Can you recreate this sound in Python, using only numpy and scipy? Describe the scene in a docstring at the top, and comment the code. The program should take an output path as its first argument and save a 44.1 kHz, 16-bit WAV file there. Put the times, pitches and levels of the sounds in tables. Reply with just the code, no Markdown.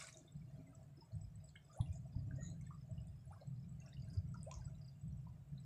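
"""Small waves lap at a concrete ramp close to the microphone: a splash of bubbles and filtered spray drains away,
then trapped air pockets gulp as gliding sines, drops tick as noise bursts and backwash trickles with each wave.
An angler whips his rod up once, near by, and it whistles in narrow bands of noise. Far off two small birds call,
one in thin pips, the other in runs of falling chirps. Concrete and bank scatter a short tail.
Gusts buffet the microphone and hum in its housing, over a steady low hush and a faint narrow band at 13 kHz."""
import sys
import numpy as np
from scipy import signal
from scipy.fft import rfft, irfft
from scipy.io import wavfile

SR = 44100
rng = np.random.default_rng(int(sys.argv[2]) if len(sys.argv) > 2 else 0)


def waveform_to_disk(signal):
    """Save audio, clipped to [-1, 1], as 16-bit WAV at the path in sys.argv[1]."""
    frames = np.transpose(np.atleast_2d(signal))
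    scaled = np.clip(frames, -1, 1) * 32767
    samples = np.round(scaled).astype(np.int16)
    wavfile.write(sys.argv[1], SR, samples)


N = 249165
TIME, FREQS = np.arange(N) / SR, np.fft.rfftfreq(N, 1 / SR)  # s, Hz


def gain_of(db):
    """Decibels to amplitude."""
    return 10 ** (np.asarray(db) / 20)


def evened(x):
    """Scales to rms 1."""
    return x / np.sqrt(np.mean(x ** 2) + 1e-20)


def read(points, hz):
    """Reads a spectrum on a log-frequency axis."""
    f, value = np.transpose(points)
    return np.interp(np.log(hz + 1), np.log(f + 1), value)


def curves(rows):
    """The columns of a timed table, one value a sample."""
    s, *columns = np.transpose(rows)
    return [np.interp(TIME, s, c) for c in columns]


def add(mix, s, sound):
    """Mixes a sound in at time s."""
    part = mix[max(round(s * SR), 0):][:len(sound)]
    part += sound[:len(part)]


def coloured(x, spectrum):
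    """Gives x a spectrum, at rms 1."""
    return evened(irfft(rfft(x) * gain_of(read(spectrum, FREQS)), N))


def band(hz, width):
    """Noise in one resonance, width Hz across at half amplitude, at rms 1."""
    resonance = 1 / (1 + (2 * (FREQS - hz) / width) ** 2)
    return evened(irfft(rfft(rng.standard_normal(N)) * resonance, N))


def steadied(x, span):
    """Noise whose strength holds even over times longer than span seconds."""
    window = signal.windows.hann(max(int(span * SR), 9))
    power = abs(signal.fftconvolve(x ** 2, window / window.sum(), "same"))
    return x / np.sqrt(power + 1e-6)


def wobble(per_s, depth_db):
    """An uneven gain that rises and falls about per_s times a second."""
    return gain_of(depth_db * np.tanh(band(per_s, per_s)))


def together(swells, calm_db):
    """Swells add in power over a calm level."""
    return np.sqrt(gain_of(calm_db) ** 2 + sum(s ** 2 for s in swells))


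def bubble(hz, swell, rise):
    """An air pocket swells and dies, loudest after two swell times; its pitch glides by rise octaves a swell time."""
    u = np.arange(int(7 * swell * SR) + 2) / (2 * swell * SR)
    pitch = hz * 2 ** (rise * np.clip(2 * (u - 1), -2, 2))
    return (u * np.exp(1 - u)) ** 7 * np.sin(2 * np.pi * np.cumsum(pitch) / SR)


def fizz(per_s, spread_db, cycles, low_hz=700, high_hz=12000, count=36):
    """A crowd of tiny bubbles of many pitches and uneven sizes, each swelling for a number of its own cycles."""
    out = np.zeros(N)
    for hz in np.geomspace(low_hz, high_hz, count):
        strength = gain_of(spread_db * np.minimum(rng.exponential(1, N), 3.5))
        starts = strength * (rng.random(N) < per_s / count / SR)
        out += signal.oaconvolve(starts, bubble(hz, cycles / hz, 0.018))[:N] * np.sqrt(hz)
    return out


# The wavelet breaking on the ramp. 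Each row: time in seconds, level in dB before a lift of 1 dB,
# brightness as half the dB taken off below about 3200 Hz (negative adds there).
SPLASH_COURSE = [(0, -55.5, -1.5), (.03, -61.5, -2), (.06, -63.5, 2), (.09, -61, 0), (.12, -75, 10),
                 (.18, -77, 15), (.25, -85, 3), (.35, -100, -3)]
# Colour of spray and trickle. Each row: frequency in Hz, relative level in dB.
SPRAY_COLOUR = [(400, -31), (650, -26), (950, -14), (1150, -5), (1500, -6), (1850, -7.5), (2350, -4),
                (3000, -11), (4200, -7.5), (4800, -5.5), (7000, -4.5), (8300, -7.5), (10000, -12),
                (14000, -36)]


def splash(level_db=1, mist_db=-5):
    """A wavelet breaks into bubbles and a mist of spray whose balance of fine and coarse shifts as it drains."""
    level, bright = curves(SPLASH_COURSE)
    spray = evened(fizz(2600, 4.1, 5.55)) + gain_of(mist_db) * rng.standard_normal(N)
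    spray = steadied(coloured(spray, SPRAY_COLOUR), 0.046)
    fine = signal.sosfiltfilt(signal.butter(2, 3200, "high", fs=SR, output="sos"), spray)
    coarse = spray - fine
    return gain_of(level + level_db) * (fine + gain_of(-2 * bright) * coarse)


# The loudest air pockets under the lapping edge. Each row: time of the loudest moment in seconds,
# peak in dB before the flutter, pitch there in Hz, swell time in seconds, rise in octaves per swell time.
AIR_POCKETS = [(.044, -53.5, 1477, .003, 0.014), (0.089, -55.5, 2300, .003, 0.067),
               (0.146, -60, 3745, .004, 0), (.162, -65.5, 645, .012, -0.0053), (0.214, -61, 295, .008, .04),
               (.254, -63.5, 330, .008, -0.061), (0.282, -65.5, 3600, .0055, .05),
               (.420, -74.5, 2270, .006, 0), (.598, -57, 259, .009, 0.03), (.602, -66, 636, .012, 0.08),
               (.674, -70.5, 2070, .007, -.03), (.695, -60, 275, .011, 0.003),
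               (.734, -68.5, 1298, .005, 0.027), (0.984, -59.5, 317, .01, 0.21),
               (1.026, -61.5, 914, .008, -0.034), (1.115, -67, 644, .008, 0.033),
               (1.558, -55, 1637, .0025, .12), (1.560, -57.5, 2180, .004, -0.0023),
               (1.563, -54, 3070, .0015, 0.044), (1.703, -64.5, 1220, .006, .05),
               (1.750, -69, 1390, .007, .08), (1.772, -57, 608, .012, 0.26), (1.794, -51.5, 805, .006, .14),
               (1.803, -56.5, 1003, .004, -0.055), (1.813, -59, 3344, .003, 0.005),
               (1.827, -57, 287, .007, 0.077), (1.862, -64.5, 2770, .003, 0), (1.925, -73, 2430, .008, .03),
               (1.960, -60.5, 682, .008, 0.049), (2.060, -60.5, 674, .007, .11),
               (2.154, -67, 892, .005, 0.0093), (2.175, -54.5, 254, .008, 0.014),
               (2.277, -58.5, 288, .009, 0.02), (2.312, -56, 1590, .003, -0.032),
               (2.322, -59.5, 266.5, .01, 0.0038), (2.388, -57.5, 576, .009, 0.21),
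               (2.422, -66.5, 1346, .004, -.03), (2.493, -63.5, 307, 0.0098, 0.049),
               (2.613, -68, 2166, .003, 0.059), (2.673, -65, 1786, .004, 0),
               (2.710, -53.5, 1130, .004, 0.13), (2.745, -63.5, 1170, .003, -0.065),
               (2.903, -63.5, 621, .014, 0.078), (2.982, -67, 2870, .004, 0.036),
               (3.313, -55.5, 802, .006, 0.094), (3.329, -61, 1260, .006, .24),
               (3.366, -64.5, 1060, .005, 0.054), (3.420, -56.5, 589, .007, 0.22),
               (3.429, -63, 729, .004, 0.16), (3.820, -66, 2700, .006, 0.02),
               (3.875, -70.5, 1665, .005, -.08), (3.881, -65, 2610, .002, 0.065),
               (3.931, -59, 3720, .002, 0.0058), (3.933, -67.5, 1890, .004, 0.12),
               (3.970, -65, 2840, .003, 0.057), (4.082, -71, 1604, 0.0057, .03),
               (4.164, -63.5, 396, .008, .04), (4.347, -54, 1336, .004, .07), (4.360, -63, 966, .005, 0),
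               (4.476, -49, 593, .01, 0.24), (4.500, -54, 742, .003, -0.024),
               (4.519, -51, 1006, .006, 0.026), (4.535, -59, 1070, .003, 0.16),
               (4.575, -64, 973, .005, -0.055), (4.600, -63, 860, .007, 0.014),
               (4.621, -68.5, 1566, .005, -0.038), (4.680, -69, 1380, .006, 0),
               (5.272, -59.5, 970, .004, 0.045)]
# The loudest drops and slaps on the surface. Each row: approximate time in seconds, peak in dB,
# centre in Hz, half width in octaves, decay time constant in seconds.
SURFACE_DROPS = [(.027, -42.5, 7280, .19, 0.00096), (.045, -51, 6000, .65, 0.00045),
                 (.072, -46.5, 7600, .15, 0.0013), (.128, -52, 6300, .2, 0.0019),
                 (.173, -49.5, 6600, 0.2, 0.0018), (.194, -58, 7100, .14, .003),
                 (.756, -68, 6100, 0.13, .005), (.832, -66.5, 7460, .15, 0.0022),
                 (1.124, -67.5, 4330, .09, 0.0027), (1.490, -61, 7500, 0.14, 0.0027),
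                 (1.491, -66, 4260, .14, 0.0026), (1.746, -62.5, 6900, 0.14, 0.019),
                 (1.777, -57.5, 9450, 0.18, 0.0018), (1.812, -52.5, 9640, 0.067, 0.002),
                 (1.812, -56.5, 3830, .15, 0.0031), (1.937, -62, 7100, .22, 0.011),
                 (1.960, -61, 6960, 0.087, 0.0042), (2.365, -64.5, 6800, .15, .005),
                 (2.614, -63, 7100, .38, 0.0032), (3.072, -63.5, 8200, 0.21, 0.0028),
                 (3.257, -66.5, 9900, .11, .002), (3.322, -65.5, 9370, .06, 0.0023),
                 (3.415, -67, 4150, 0.092, 0.0072), (3.804, -57.5, 6620, .07, .0015),
                 (3.864, -59, 5470, 0.096, 0.002), (3.942, -62, 4780, 0.16, .006),
                 (4.001, -67, 4770, .1, .0026), (4.025, -63.5, 4835, 0.074, .002),
                 (4.105, -64.5, 4960, .1, 0.0055), (4.142, -64, 6800, 0.41, 0.011),
                 (4.344, -62.5, 6400, 0.37, 0.0032), (4.432, -45, 8050, 0.14, 0.00069),
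                 (4.515, -44.5, 6280, 0.24, 0.0009), (4.514, -49, 3000, 0.54, 0.00141),
                 (4.542, -47, 6050, 0.28, 0.0011), (4.556, -60, 5940, .2, .02),
                 (4.752, -71, 3830, 0.07, 0.0032), (5.582, -63, 3950, 0.072, 0.0044)]


def lapping(flutter=0.19):
    """Gulps of trapped air, unsteady in the moving water, and the short ticks of water hitting water."""
    out, t = np.zeros(N), np.arange(4096) / SR
    for s, db, hz, swell, rise in AIR_POCKETS:
        add(out, s - 2 * swell, gain_of(db) * bubble(hz, swell, rise))
    out *= 1 + flutter * band(110, 220)
    octave = np.log2(np.fft.rfftfreq(len(t), 1 / SR) + 1)
    lead = len(t) // 4  # room ahead of the burst for the filter to ring
    for s, db, hz, width, decay in SURFACE_DROPS:
        burst = rng.standard_normal(len(t)) * np.sqrt(t) * np.exp(-t / decay)
        resonance = 1 / (1 + ((octave - np.log2(hz)) / width) ** 4)
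        tick = irfft(rfft(np.roll(burst, lead)) * resonance)
        add(out, s - t[lead] - decay, gain_of(db) * tick / abs(tick).max())
    return out


def cresting(db, length, crest):
    """A wavelet swells to its crest and ebbs as slowly."""
    return gain_of(db) * np.exp(-((TIME - crest) / length) ** 2)


STRAY_PER_S, STRAY_TOP_DB, STRAY_SPREAD_DB = 26, 8, 4.5  # top in dB over the trickle's swell, down to 9 dB less
STRAY_LOW_HZ, STRAY_HIGH_HZ = 1304, 2890


def strays(swell=.0045, rise=0.026):
    """Single small bubbles surface at random moments."""
    out = np.zeros(N)
    for k, (when, size, strength) in enumerate(rng.random((300, 3))):
        hz = STRAY_LOW_HZ * (STRAY_HIGH_HZ / STRAY_LOW_HZ) ** size
        db = STRAY_TOP_DB + STRAY_SPREAD_DB * (2 * strength - 2)
        add(out, (k + 2 * when) / STRAY_PER_S, gain_of(db) * bubble(hz, swell, rise))
    return out


# Colour of the slosh in the ramp's hollows. 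Each row: frequency in Hz, relative level in dB.
HOLLOW_COLOUR = [(150, -13.5), (260, 4), (340, -2), (450, -9), (600, -13.5), (900, -18), (2000, -63)]
# Wavelets along the ramp. Each row: time of the crest in seconds, half length in seconds,
# trickle in dB and slosh in dB, both before a cut of 1 dB, ring of the gap in dB.
WAVELETS = [(0.017, 0.069, -90, -92, -71), (0.205, 0.094, -86, -72.5, -75),
            (0.559, 0.097, -83, -70.5, -76.5), (.76, 0.12, -87, -74, -75), (1.162, .07, -90, -87, -77),
            (1.424, 0.051, -101, -95, -78.5), (1.795, 0.16, -81.5, -80, -74.5),
            (2.197, 0.061, -95, -73, -75.5), (2.35, 0.097, -86, -74.5, -76),
            (2.516, 0.056, -89, -70.5, -77.5), (2.668, 0.069, -83, -82, -92),
            (2.976, 0.13, -92, -86, -77.5), (3.351, 0.084, -83.5, -84, -74),
            (3.86, 0.077, -78.5, -81, -76.5), (4.106, 0.098, -79, -75.5, -78), (4.6, 0.24, -82, -79, -77.5),
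            (5.306, 0.17, -99, -88, -84), (5.58, 0.069, -93, -84, -86.5)]
# Between wavelets; trickle and slosh before the same cut.
CALM_TRICKLE_DB, CALM_SLOSH_DB, CALM_GAP_DB = -88, -88.5, -91


def backwash(trickle_db=-1, slosh_db=-1, film_db=-6, gap_hz=660, gap_width=140):
    """With each wavelet water trickles off the concrete in a hissing film, sloshes in hollows and rings a gap."""
    trickle = evened(fizz(450, 5.0, 12.6)) + gain_of(film_db) * rng.standard_normal(N)
    trickle = steadied(coloured(trickle, SPRAY_COLOUR), 0.21)
    slosh = fizz(160, 3.1, 2.9, low_hz=221.7, high_hz=698, count=14)
    slosh = steadied(coloured(slosh, HOLLOW_COLOUR), .17) * wobble(per_s=9, depth_db=2.5)
    gap = steadied(band(gap_hz, gap_width), .15) * wobble(per_s=8, depth_db=3.5)
    flow = together((cresting(db, length, s) for s, length, db, _, _ in WAVELETS), CALM_TRICKLE_DB)
    # stray bubbles come only with the wavelets
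    trickle = flow * trickle + (flow - gain_of(CALM_TRICKLE_DB)) * strays()
    slosh *= together((cresting(db, length, s) for s, length, _, db, _ in WAVELETS), CALM_SLOSH_DB)
    gap *= together((cresting(db, length, s) for s, length, _, _, db in WAVELETS), CALM_GAP_DB)
    return gain_of(trickle_db) * trickle + gain_of(slosh_db) * slosh + gap


# Tones shed by the swinging rod and line, higher where they are thinner. Each row: time of the loudest
# moment in seconds, rms there in dB, pitch in Hz, width in Hz, half length in seconds.
WHISTLE_TONES = [(2.418, -65.5, 1875, 59, .02), (2.462, -80.5, 2030, 150, 0.023),
                 (2.445, -60, 6840, 180, 0.021), (2.466, -71.5, 6440, 77, 0.015),
                 (2.470, -72, 3930, 260, 0.026), (2.515, -74, 4080, 110, 0.011),
                 (2.494, -74, 6700, 260, 0.02)]


def rod():
    """Each thickness of rod and line whistles while it moves fastest."""
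    out = np.zeros(N)
    for s, db, hz, width, length in WHISTLE_TONES:
        swing = np.exp(-((TIME - s) / length) ** 2 / 2)
        out += gain_of(db) * swing * steadied(band(hz, width), 0.051)
    return out


def chirp(hz, fall, swell):
    """One short note, loudest after one swell time, falling by fall octaves over the next two."""
    u = np.linspace(0, 5, int(5 * swell * SR))
    pitch = hz * 2 ** (-fall * (np.minimum(u, 3) - 1) / 2)
    return (u * np.exp(1 - u)) ** 5 * np.sin(2 * np.pi * np.cumsum(pitch) / SR)


# The first bird's loudest pips. Each row: time of the loudest moment in seconds,
# peak in dB before the roughness, pitch in Hz.
LOUD_PIPS = [(.324, -65.5, 7700), (.752, -64.5, 7730), (1.154, -70.5, 8080), (1.217, -62, 7860),
             (1.359, -65, 7990), (1.444, -61.5, 7860), (1.460, -67, 7960), (1.557, -70.5, 8020),
             (1.65, -69.5, 7880), (1.762, -69, 8100), (1.976, -66, 7700), (2.502, -61.5, 7820),
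             (2.669, -65.5, 7850), (2.913, -64.5, 7800), (3.474, -65.5, 7800), (3.694, -67, 7820),
             (3.891, -65.5, 7700), (4.321, -68, 7830), (4.656, -55.5, 7820), (5.016, -65.5, 7820)]
FAINT_PIP_GAP_S, FAINT_PIP_DB, FAINT_PIP_HZ = .27, -71, 7830  # it keeps calling softly in between
# The second bird's runs. Each row: time of the first chirp in seconds, peak of the last in dB
# before the roughness, number of chirps, fall in octaves.
CHIRP_RUNS = [(.975, -64.5, 2, 0.091), (1.213, -72, 2, 0.054), (1.412, -74.5, 3, 0.11),
              (1.651, -72.5, 3, 0.11), (1.889, -74, 3, .18), (2.125, -69, 3, 0.27), (2.748, -74.5, 3, 0.16),
              (2.939, -77, 3, .12), (3.128, -77, 3, .12), (3.347, -76, 3, 0.089), (3.564, -75.5, 3, .1),
              (4.142, -62, 2, .27), (4.375, -66, 2, 0.14), (4.613, -66.5, 2, .24), (4.816, -65, 3, 0.3)]
CHIRP_TOP_HZ, CHIRP_SAG = 5232, 0.31  # chirps start alike, so a deeper fall centres lower


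def birds(pip_swell=0.0065, chirp_swell=0.0082, spacing=.033, growth_db=3, pip_spread=0.015, rough=0.29):
    """Far off, single high pips, and quick uneven runs that grow louder towards their last chirp."""
    out = np.zeros(N)
    for s, db, hz in LOUD_PIPS:
        add(out, s - pip_swell, gain_of(db) * chirp(hz, 0.0092, pip_swell))
    for k, (when, detune) in enumerate(rng.random((40, 2))):
        note = chirp(FAINT_PIP_HZ * (1 + pip_spread * (2 * detune - 1)), .01, pip_swell)
        add(out, (k + when) * FAINT_PIP_GAP_S, gain_of(FAINT_PIP_DB) * note)
    for s, last_db, count, fall in CHIRP_RUNS:
        hz = CHIRP_TOP_HZ * 2 ** (-CHIRP_SAG * fall)
        for k in range(round(count)):
            detune, stretch = rng.standard_normal(2)
            note = chirp(hz * (1 + .018 * detune), fall, chirp_swell * np.exp(0.16 * stretch))
            db = last_db - growth_db * (round(count) - 1 - k)
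            add(out, s + k * spacing - chirp_swell, gain_of(db) * note)
    return out * (1 + rough * band(120, 240))


# Scatter from the shore. Each row: frequency in Hz, time to fall by 60 dB in seconds.
BANK_DECAY = [(200, 0.23), (1000, 0.25), (4000, 0.21), (9000, 0.24), (15000, 0.54)]


def shore(x, build=0.0094):
    """Concrete and bank scatter a short, thin tail that builds up softly."""
    taps = rng.standard_normal(SR) * (rng.random(SR) < 3000 / SR)
    taps *= np.minimum(np.arange(SR) / SR / build, 1) ** 2
    hz, t, z = signal.stft(taps, SR, nperseg=256)
    decay = gain_of(-60 * t / read(BANK_DECAY, hz)[:, None])
    tail = signal.istft(z * decay, SR, nperseg=256)[1]
    return signal.fftconvolve(x, tail / np.linalg.norm(tail))[:N]


GUST_RISE_S = .035


def gusting(db, decay, start):
    """A gust rises quickly and dies away."""
    age = np.maximum(TIME - start, 0)
    return gain_of(db) * np.minimum(age / GUST_RISE_S, 1) * np.exp(-np.maximum(age - GUST_RISE_S, 0) / decay)


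# Colours of the push on the microphone and of the hum in its housing.
# Each row: frequency in Hz, relative level in dB.
BUFFET_COLOUR = [(20, -22.5), (35, -23.5), (50, -3.5), (75, -2), (105, 0.5), (140, -10.5), (220, -31.5),
                 (400, -66), (2000, -100)]
HOUSING_COLOUR = [(60, -25), (100, -9.5), (130, 3.5), (158, 1), (200, -15), (280, -30), (420, -41.5),
                  (900, -75), (3000, -100)]
# Gusts at the microphone. Each row: start in seconds, low buffeting in dB, hum of the housing in dB,
# decay time constant in seconds.
WIND_GUSTS = [(.32, -58, -50.5, 0.14), (.51, -62, -53.5, 0.1), (.75, -64.5, -58.5, 0.12),
              (.86, -70, -56.5, .08), (1.11, -47.5, -51.5, 0.16), (1.34, -55.5, -56.5, 0.054),
              (1.785, -53.5, -49, 0.26), (1.95, -63, -51.5, 0.17), (2.14, -47, -49.5, 0.23),
              (2.279, -54.5, -46.5, 0.4), (2.56, -58.5, -54, 0.36), (2.888, -48, -50, 0.17),
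              (3.07, -55.5, -64, 0.065), (3.24, -53, -60.5, 0.1), (3.45, -64, -46.5, 0.26),
              (3.68, -54.5, -51.5, 0.11), (3.94, -52, -50, 0.41), (4.218, -53, -48.5, 0.26),
              (4.54, -49.5, -60, 0.14), (4.63, -59, -49.5, 0.23), (5.019, -49.5, -47, 0.24),
              (5.488, -57, -47, 0.094)]
BREEZE_BUFFET_DB, BREEZE_HUM_DB = -72.5, -66  # between gusts
# Single hard buffets. Each row: time of the middle in seconds, level of the swell's top in dB,
# pitch in Hz, half length in seconds.
HARD_BUFFETS = [(1.8086, -26, 106, 0.0052), (1.907, -36, 89.5, 0.013), (2.166, -32, 100, 0.0043),
                (4.185, -31, 93.2, 0.014)]


def wind():
    """Eddies push on the microphone and sound the hollows of its housing; a few land as thumps."""
    low = together((gusting(db, decay, s) for s, db, _, decay in WIND_GUSTS), BREEZE_BUFFET_DB)
    hum = together((gusting(db, decay, s) for s, _, db, decay in WIND_GUSTS), BREEZE_HUM_DB)
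    out = low * steadied(coloured(rng.standard_normal(N), BUFFET_COLOUR), 0.14)
    out += hum * steadied(coloured(rng.standard_normal(N), HOUSING_COLOUR), 0.11)
    for s, db, hz, length in HARD_BUFFETS:
        swell = np.exp(-((TIME - s) / length) ** 2)
        out += gain_of(db) * swell * np.sin(2 * np.pi * hz * (TIME - s))
    return out


# Colour of the steady hush. Each row: frequency in Hz, relative level in dB per Hz.
HUSH_COLOUR = [(180, -18), (300, -1.5), (500, -6.5), (660, -4), (900, -10.5), (1500, -15), (3000, -19),
               (6000, -26.5), (7800, -17.5), (9000, -28.5), (12000, -28.5), (15000, -27)]
HUSH_DB = -80.5  # rms
NARROW_BAND_HZ, NARROW_BAND_WIDTH_HZ, NARROW_BAND_DB = 13000, 350, -100  # level is rms


def hush():
    """A steady low hush of coloured noise, plus a faint narrow band of noise at 13 kHz."""
    low_hush = gain_of(HUSH_DB) * coloured(rng.standard_normal(N), HUSH_COLOUR)
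    return low_hush + gain_of(NARROW_BAND_DB) * band(NARROW_BAND_HZ, NARROW_BAND_WIDTH_HZ)


def scene(water_wet_db=-3.5, bird_wet_db=-5.0, backwash_wet_db=-2):
    """Waves and rod nearby, backwash and birds farther off, wind right on the microphone, a hush beneath."""
    near, along, far = lapping() + splash() + rod(), backwash(), birds()
    sent = gain_of(water_wet_db) * near + gain_of(backwash_wet_db) * along + gain_of(bird_wet_db) * far
    return (near + along + far + shore(sent) + wind() + hush())[None]


EDGE_HZ = 15550


def record(dry):
    """The recorder's band limit: a steep low-pass."""
    low_pass = signal.firwin(511, EDGE_HZ, window=("kaiser", 9), fs=SR)
    return signal.oaconvolve(dry, low_pass[None], "same")


dry = scene()
out = record(dry)
waveform_to_disk(out)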